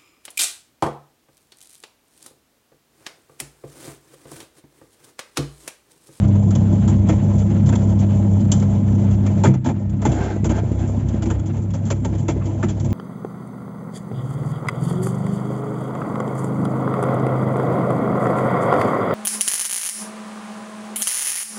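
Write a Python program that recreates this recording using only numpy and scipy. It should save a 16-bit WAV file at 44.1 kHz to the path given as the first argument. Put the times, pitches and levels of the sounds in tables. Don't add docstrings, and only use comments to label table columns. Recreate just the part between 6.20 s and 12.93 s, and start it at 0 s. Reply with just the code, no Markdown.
import sys
import numpy as np
from scipy import signal
from scipy.io import wavfile

SR = 44100
rng = np.random.default_rng(int(sys.argv[2]) if len(sys.argv) > 2 else 0)


def materialize(psi):
    bounded = np.clip(np.atleast_2d(psi).T, -1, 1)
    quanta = np.round(bounded * 32767).astype(np.int16)
    wavfile.write(sys.argv[1], SR, quanta)


def gain_from_decibels(decibels):
    exponent = np.asarray(decibels, float) / 20
    return 10 ** exponent


N = 296793


def rms_one(x):
    return x / np.sqrt(np.mean(x ** 2) + 1e-20)


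def curve(rows):
    start_s, level_db = np.transpose(rows)
    return np.interp(np.arange(N) / SR, start_s, level_db)


def drift(rate):
    r = np.exp(-2 * np.pi * rate * 40 / SR)
    noise = rng.standard_normal(N // 40 + 2002)
    slow = signal.lfilter([1], [1, -2 * r, r * r], noise)[2000:]
    return np.interp(np.arange(N) / 40, np.arange(len(slow)), rms_one(slow))


def above(x, hz):
    return signal.sosfilt(signal.butter(3, hz, "high", fs=SR, output="sos"), x)


def below(x, hz):
    return signal.sosfilt(signal.butter(3, hz, "low", fs=SR, output="sos"), x)


def part(force, modes, patchy_db, patch_rate):
    out, power = 0, 0
    noise = force * rng.standard_normal(N)
    for k, (hz, width, db) in enumerate(modes):
        r = np.exp(-np.pi * width / SR)
        poles = [1, -2 * r * np.cos(2 * np.pi * hz / SR), r * r]
        zeros = np.array([1, 0, -1]) * (1 - r * r) / 2
        flicker = gain_from_decibels(patchy_db * drift(patch_rate))
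        rung = signal.lfilter(zeros, poles, noise * flicker)
        out = out + (-1) ** k * gain_from_decibels(db) * rung
        power += gain_from_decibels(db) ** 2 * np.pi * width / SR
    return out / np.sqrt(power)


def sway(shaking_db):
    # pitch_hz [Hz], width_hz [Hz], level_db [dB]
    springs = [(48.7, 34.6, -19.5), (69, 5.8, -6)]
    return part(gain_from_decibels(-27.5 + 0.34 * shaking_db), springs, patchy_db=1.3, patch_rate=3)


def lurches():
    # middle_s [s], level_db [dB]
    swings = [(0.048, -17), (0.387, -23), (0.711, -25), (0.951, -19.5), (1.199, -21), (1.499, -29),
              (1.742, -25), (2.009, -30), (2.3, -30.5), (2.699, -19.5), (2.947, -17.5), (3.699, -23.5),
              (3.898, -33.5), (4.049, -24.5), (4.279, -21), (4.589, -19.5), (4.871, -18), (5.148, -18.5),
              (5.398, -29.5), (5.869, -27), (6.15, -32), (6.348, -34), (6.579, -23)]
    swing_s, swing_hz = 0.058, 67.5
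    out, t = np.zeros(N + SR), np.arange(-SR // 4, SR // 4) / SR
    swing = np.exp(-(t / swing_s) ** 2) * np.sin(2 * np.pi * swing_hz * t)
    for s, db in swings:
        out[round(s * SR):][:len(t)] += gain_from_decibels(db) * swing
    return out[len(t) // 2:][:N]


def squeaks():
    # middle_s [s], half_length_s [s], pitch_hz [Hz], level_db [dB]
    slips = [
        (2.872, .09, 2030, -55),
        (2.927, 0.028, 2750, -56),
        (3.61, 0.088, 1830, -61),
        (4.178, .04, 1970, -51.5),
        (4.344, 0.027, 1570, -44),
    ]
    out, t = np.zeros(N), np.arange(N) / SR
    for s, half, hz, db in slips:
        out += gain_from_decibels(db) * np.exp(-((t - s) / half) ** 4) * np.sin(2 * np.pi * hz * t)
    return out


def dragging():
    # start_s [s], length_s [s], level_db [dB]
    drags = [
        (3.876, .1, -33),
        (3.966, .15, -30),
        (4.283, 0.11, -32),
        (4.567, 0.069, -35),
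    ]
    rise_s, fall_s = 0.039, 0.025
    force, t = np.zeros(N), np.arange(N) / SR
    for s, length, db in drags:
        swell = np.clip((t - s) / rise_s, 0, 1)
        fade = np.exp(-np.maximum(t - s - length, 0) / fall_s)
        force += gain_from_decibels(db) * swell * fade
    return force


def groan(drag):
    # pitch_hz [Hz], width_hz [Hz], level_db [dB]
    drag_modes = [(1570, 63, 3.5), (1420, 61, -1), (1730, 50, -9), (2190, 60, -11.5), (690, 33, 12.5),
                  (885, 35, 9.5), (364, 45, 16.5)]
    return part(drag, drag_modes, patchy_db=0.0, patch_rate=17)


def drives(shaking_db, drag):
    # full_speed_db [dB], share of the shaking's swing in dB that it follows [ratio]
    followed = [
        (-20.5, 0.49),
        (-34, 0.78),
        (-45.5, 0.5),
        (-50, 1),
    ]
    cabinet, tub, brackets, small = [gain_from_decibels(db + share * shaking_db) for db, share in followed]
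    return cabinet, tub + gain_from_decibels(-8) * drag, brackets + gain_from_decibels(-7.5) * drag, small + gain_from_decibels(-20) * drag


def knock_forces(rise_s, tail_db, tail_s):
    # start_s [s], edge_db (bright) [dB], body_db [dB], length_s [s]
    rocking_knocks = [(0.349, -27, -30.5, 0.014), (0.673, -32, -27, 0.03), (0.8855, -27.5, -19.5, 0.021),
                      (0.916, -46.5, -34.5, 0.023), (1.457, -34.5, -32.5, 0.026),
                      (1.487, -30, -23.5, 0.013), (1.524, -35.5, -22, 0.018), (1.551, -29, -23, 0.011),
                      (2.3148, -12, -24.5, 0.012), (2.332, -33.5, -34.5, .01), (2.419, -43, -24.5, 0.015),
                      (3.06, -34.5, -25.5, 0.015), (4.241, -28, -21, 0.026), (4.291, -33.5, -23, 0.028),
                      (4.514, -45, -32, 0.02), (4.586, -45.5, -48, 0.036), (5.019, -34, -28.5, 0.02),
                      (5.054, -38, -27, 0.018), (5.0984, -31.5, -23.5, 0.021), (5.5332, -38.5, -29.5, 0.03),
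                      (5.7, -23.5, -20, 0.023), (5.845, -30, -22, 0.015), (6.08, -28.5, -22, 0.032),
                      (6.426, -34, -24, 0.024), (6.482, -32, -33.5, 0.032), (6.643, -42, -37, 0.027)]
    # start_s [s], edge_db (bright) [dB], body_db [dB], length_s [s]
    stop_knocks = [
        (3.2336, -23.5, -11, 0.04),
        (3.273, -46.5, -25.5, 0.055),
        (3.3363, -38.5, -25.5, 0.018),
        (3.442, -35, -31.5, 0.022),
        (3.456, -35.5, -21.5, 0.029),
        (3.4847, -38.5, -21, 0.031),
        (3.8145, -37.5, -26.5, 0.022),
        (3.849, -25.5, -17.5, 0.024),
    ]
    # start_s [s], level_db [dB], length_s [s]
    ticks = [(0.081, -52, .012), (0.304, -30.5, 0.011), (1.177, -40.5, 0.045), (1.668, -49.5, .01),
             (1.787, -38.5, 0.033), (2.201, -42, .012), (2.395, -34.5, .012), (2.718, -48.5, 0.0079),
             (2.746, -50, .01), (2.86, -57, 0.0083), (2.908, -44, .027), (3.692, -47, 0.015),
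             (3.764, -53.5, .015), (3.915, -33, 0.014), (4.674, -46.5, 0.031), (4.883, -38, 0.012),
             (5.192, -44, 0.011), (5.255, -42, 0.034), (5.417, -49.5, .015), (5.797, -53.5, 0.011),
             (5.978, -45, 0.028), (5.365, -50, 0.023), (5.502, -42.5, 0.012), (5.65, -39.5, 0.043),
             (5.947, -44.5, .012), (6.2536, -39.5, 0.019), (6.596, -35, 0.017), (6.701, -43.5, 0.0077)]
    # start_s [s], level_db [dB], length_s [s]
    jolts = [
        (0.891, -29.5, 0.034),
        (1.525, -31, 0.024),
        (3.066, -39.5, 0.031),
        (3.244, -27.5, 0.034),
        (3.847, -32.5, 0.041),
        (4.286, -36, 0.027),
        (5.718, -32, 0.012),
        (6.079, -26.5, 0.021),
        (6.21, -38, 0.019),
        (6.424, -26, .018),
    ]
    knocks = rocking_knocks + stop_knocks
    knocks += [(s, db, db - 4, length) for s, db, length in ticks]
    hits = []
    for s, edge, body, length in knocks:
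        bracket = edge + 0.71 * (body - edge) - 7
        hits.append((s, length, edge, bracket, body, body + 4))
    hits += [(s, length, -99, db, -99, -99) for s, db, length in jolts]
    force, t = np.zeros((4, N + SR)), np.arange(SR // 4) / SR
    for s, length, *levels_db in hits:
        rattle = np.exp(-(t / length) ** 3) + gain_from_decibels(tail_db) * np.exp(-t / tail_s)
        rattle = rattle * np.minimum(t / rise_s, 1)
        at = round((s + rise_s) * SR)
        force[:, at:at + len(t)] += gain_from_decibels(levels_db)[:, None] * rattle
    return force[:, :N]


def small_parts(drive, knock, rocking_db):
    # pitch_hz [Hz], width_hz [Hz], level_db [dB]
    plastic_modes = [(3010, 160, -3.5), (3396, 210, -4), (6053, 610, -6), (6775, 280, 1.5),
                     (6760, 330, 1.5), (7280, 420, 0.5)]
    # pitch_hz [Hz], width_hz [Hz], level_db [dB]
    snap_modes = [(4900, 5600, 0)]
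    shaken = drive * gain_from_decibels(rocking_db)
    rattle = part(shaken + gain_from_decibels(-5) * knock, plastic_modes, patchy_db=1.5, patch_rate=15)
    snap = part(gain_from_decibels(-13) * knock + gain_from_decibels(-8.5) * shaken, snap_modes, patchy_db=1.5, patch_rate=20)
    return above(rattle + snap, 2500)


def bracket_rattle(drive, knock, rocking_db):
    # pitch_hz [Hz], width_hz [Hz], level_db [dB]
    bracket_modes = [(1100, 980, -5), (1340, 204, 11), (1320, 253, 7), (1550, 190, -0.5), (1843, 28, -3),
                     (2000, 20, 0), (2091, 160, -4.5), (2360, 85, -0.5), (2493, 220, -10),
                     (2750, 100, -6.5)]
    force = drive * gain_from_decibels(.6 * rocking_db) + gain_from_decibels(-0.76) * knock
    return above(part(force, bracket_modes, patchy_db=1.5, patch_rate=34), 690)


def tub_boom(drive, knock, rocking_db):
    # pitch_hz [Hz], width_hz [Hz], level_db [dB]
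    tub_modes = [(401, 64, -2.5), (483, 61, -1), (560, 60.7, 0), (670, 92, -3.5), (806, 40, -5),
                 (880, 67, -8.5), (1027, 50.4, -10.5)]
    # pitch_hz [Hz], width_hz [Hz], level_db [dB]
    struck_modes = [(406, 150, 0), (537, 96, -10.5), (690, 100, -6), (820, 110, -3), (880, 95, 2),
                    (970, 110, -4)]
    force = drive * gain_from_decibels(1.1 * rocking_db) + gain_from_decibels(-9.5) * knock
    drone = part(force, tub_modes, patchy_db=0.34, patch_rate=34)
    return drone + part(gain_from_decibels(-8) * knock, struck_modes, patchy_db=2.3, patch_rate=12)


def cabinet_rumble(drive, knock, pull_db):
    # pitch_hz [Hz], width_hz [Hz], level_db [dB]
    cabinet_modes = [(92.7, 7.5, -5), (117.6, 3.87, -3), (130, 9.86, 0), (143, 11.86, -0.5),
                     (166.7, 4.45, -0.5), (222.1, 15.6, -5), (182, 11.7, -6), (255.7, 33.5, -8),
                     (294, 40.7, -13.5), (326.2, 10.6, -7), (354, 22.2, -18)]
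    frame_modes = [mode for mode in cabinet_modes if mode[0] < 190]
    panel_modes = [mode for mode in cabinet_modes if mode[0] > 190]
    frame_drive = gain_from_decibels(np.maximum(pull_db, -26) + 15.5 - 18.5)
    frame = part(frame_drive + gain_from_decibels(-6.5) * knock, frame_modes, patchy_db=2.0, patch_rate=9)
    panels = part(gain_from_decibels(-4) * drive + gain_from_decibels(-8) * knock, panel_modes, patchy_db=2.5, patch_rate=12.2)
    return frame + panels


def bumps():
    # peak_s [s], peak_db [dB], contact_s [s]
    stop_bumps = [(0.536, -5, 0.0012), (2.43, -25.5, 0.0015), (4.011, -7.5, 0.0016), (4.165, -11, 0.0008),
                  (4.236, -5.5, 0.0011), (4.268, -25.5, 0.0015), (4.299, -13.5, 0.0017),
                  (4.436, -10.5, 0.00074), (4.5175, -7.5, 0.001), (4.698, -16, 0.0005),
                  (4.781, -10, 0.0013), (4.945, -5, 0.0011), (5.081, -20, 0.0045), (6.168, -13, 0.00067)]
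    out, t = np.zeros(N), np.arange(-SR // 50, SR // 50) / SR
    for s, db, contact in stop_bumps:
        push = 1.4 * np.exp(-(t / contact) ** 2)
        dip = .4 * np.exp(-(t / contact / 3.5) ** 2)
        out[round(s * SR) - len(t) // 2:][:len(t)] += gain_from_decibels(db) * (push - dip)
    return out


def blows(contact_cycles):
    # start_s [s], peak_db [dB], pitch_hz [Hz], t60_s (time to fall 60 dB) [s]
    panel_blows = [(.890, -11, 312.5, 0.17), (1.528, -18, 337, 0.19), (2.318, -45, 3370, 0.034),
                   (2.317, -21, 7440, 0.082), (3.239, -10, 880, 0.06), (3.25, -30, 2360, 0.14),
                   (3.49, -21, 816, 0.067), (3.245, -10, 393, 0.11), (3.245, -28.5, 690, 0.11),
                   (3.265, -6.5, 130, 0.65), (3.27, -8, 192.3, 0.34), (3.448, -27.5, 877, 0.22),
                   (3.853, -6.5, 854, 0.04), (3.87, -7, 126, 0.3), (6.222, -30.5, 1100, 0.031),
                   (4.296, -11.5, 312, 0.12), (5.541, -28.5, 560, 0.043), (5.708, -23.5, 560, 0.13),
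                   (5.85, -26.5, 560, 0.11), (6.086, -19.5, 593, 0.051), (6.088, -1.5, 330, 0.038),
                   (6.16, -15, 365, 0.061), (6.435, -10, 355, 0.069), (3.285, -13.5, 325, 0.23),
                   (3.49, -17, 326, .15), (3.86, -13, 330.8, .18), (4.255, -16, 331, 0.2),
                   (5.71, -19, 387, 0.088), (5.85, -19.5, 380, .08), (0.899, -31, 1030, .07)]
    out, t = np.zeros(N + SR), np.arange(SR // 2) / SR
    for s, db, hz, t60 in panel_blows:
        build = 1 - np.exp(-t * hz / contact_cycles)
        out[round(s * SR):][:len(t)] += gain_from_decibels(db - 60 * t / t60) * build * np.sin(2 * np.pi * hz * t)
    return out[:N]


def hum(pull_db):
    hum_hz, start_rad, stop_s, reversal_s = 99.968, -1.72, 3.35, 3.9
    t = np.arange(N) / SR
    backwards = np.clip((t - reversal_s) / .05, 0, 1)
    turned = np.pi * backwards
    waver_db = (0.8 + backwards * (3.0 - 0.8)) * drift(4)
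    order_db = np.where(t < stop_s, -4, -3.5 + backwards * (-13 + 3.5))
    second_db = pull_db + order_db + waver_db
    phase = 2 * np.pi * hum_hz * t + start_rad
    first = gain_from_decibels(pull_db) * np.cos(phase - turned)
    second = gain_from_decibels(second_db) * np.cos(2 * phase + 1.3 + turned)
    slot_whine = gain_from_decibels(second_db - 27) * np.cos(6 * phase)
    return np.sqrt(2) * (first + second + slot_whine)


def scene():
    # time_s [s], level_db [dB]
    motor_pull = [(0.0, -14.5), (1.2, -16), (3.22, -16.5), (3.31, -20), (3.38, -34), (3.56, -23),
                  (3.86, -22), (4.08, -26.5), (4.2, -21.5), (4.8, -22.5), (5.5, -22.5), (6.67, -23),
                  (6.73, -14)]
    # time_s [s], level_db [dB]
    tub_shaking = [(0.0, -1), (0.4, 2), (1.0, 0.8), (2.0, 0.5), (2.5, -1), (3.2, 0), (3.3, -13),
                   (3.42, -21.5), (3.6, -12), (3.82, -13), (3.9, 4), (4.2, -6), (4.5, -5.5), (4.95, -1.5),
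                   (5.5, -11.5), (5.9, -5), (6.3, -5), (6.73, -5.5)]
    pull_db, shaking_db = curve(motor_pull), curve(tub_shaking)
    drag = dragging()
    cabinet_drive, tub_drive, bracket_drive, small_drive = drives(shaking_db, drag)
    small_knock, bracket_knock, tub_knock, cabinet_knock = knock_forces(rise_s=.0015, tail_db=-13, tail_s=.03)
    rocking_db = 2.3 * drift(26)
    large = cabinet_rumble(cabinet_drive, cabinet_knock, pull_db)
    large += tub_boom(tub_drive, tub_knock, rocking_db)
    large += bracket_rattle(bracket_drive, bracket_knock, rocking_db)
    body = below(large, 3600) + small_parts(small_drive, small_knock, rocking_db)
    body += sway(shaking_db) + lurches() + groan(drag)
    mix = hum(pull_db) + blows(contact_cycles=1.1) + bumps() + squeaks() + body
    return mix[None]


def top_cut(x):
    return signal.sosfilt(signal.butter(12, 8870, fs=SR, output="sos"), x)


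def record(dry):
    x = above(dry, 48)
    x = .9 * np.tanh(x / .9)
    x = signal.sosfiltfilt(signal.ellip(12, .2, 22, 7610, fs=SR, output="sos"), x)
    return top_cut(x)


dry = scene()
out = record(dry)
materialize(out)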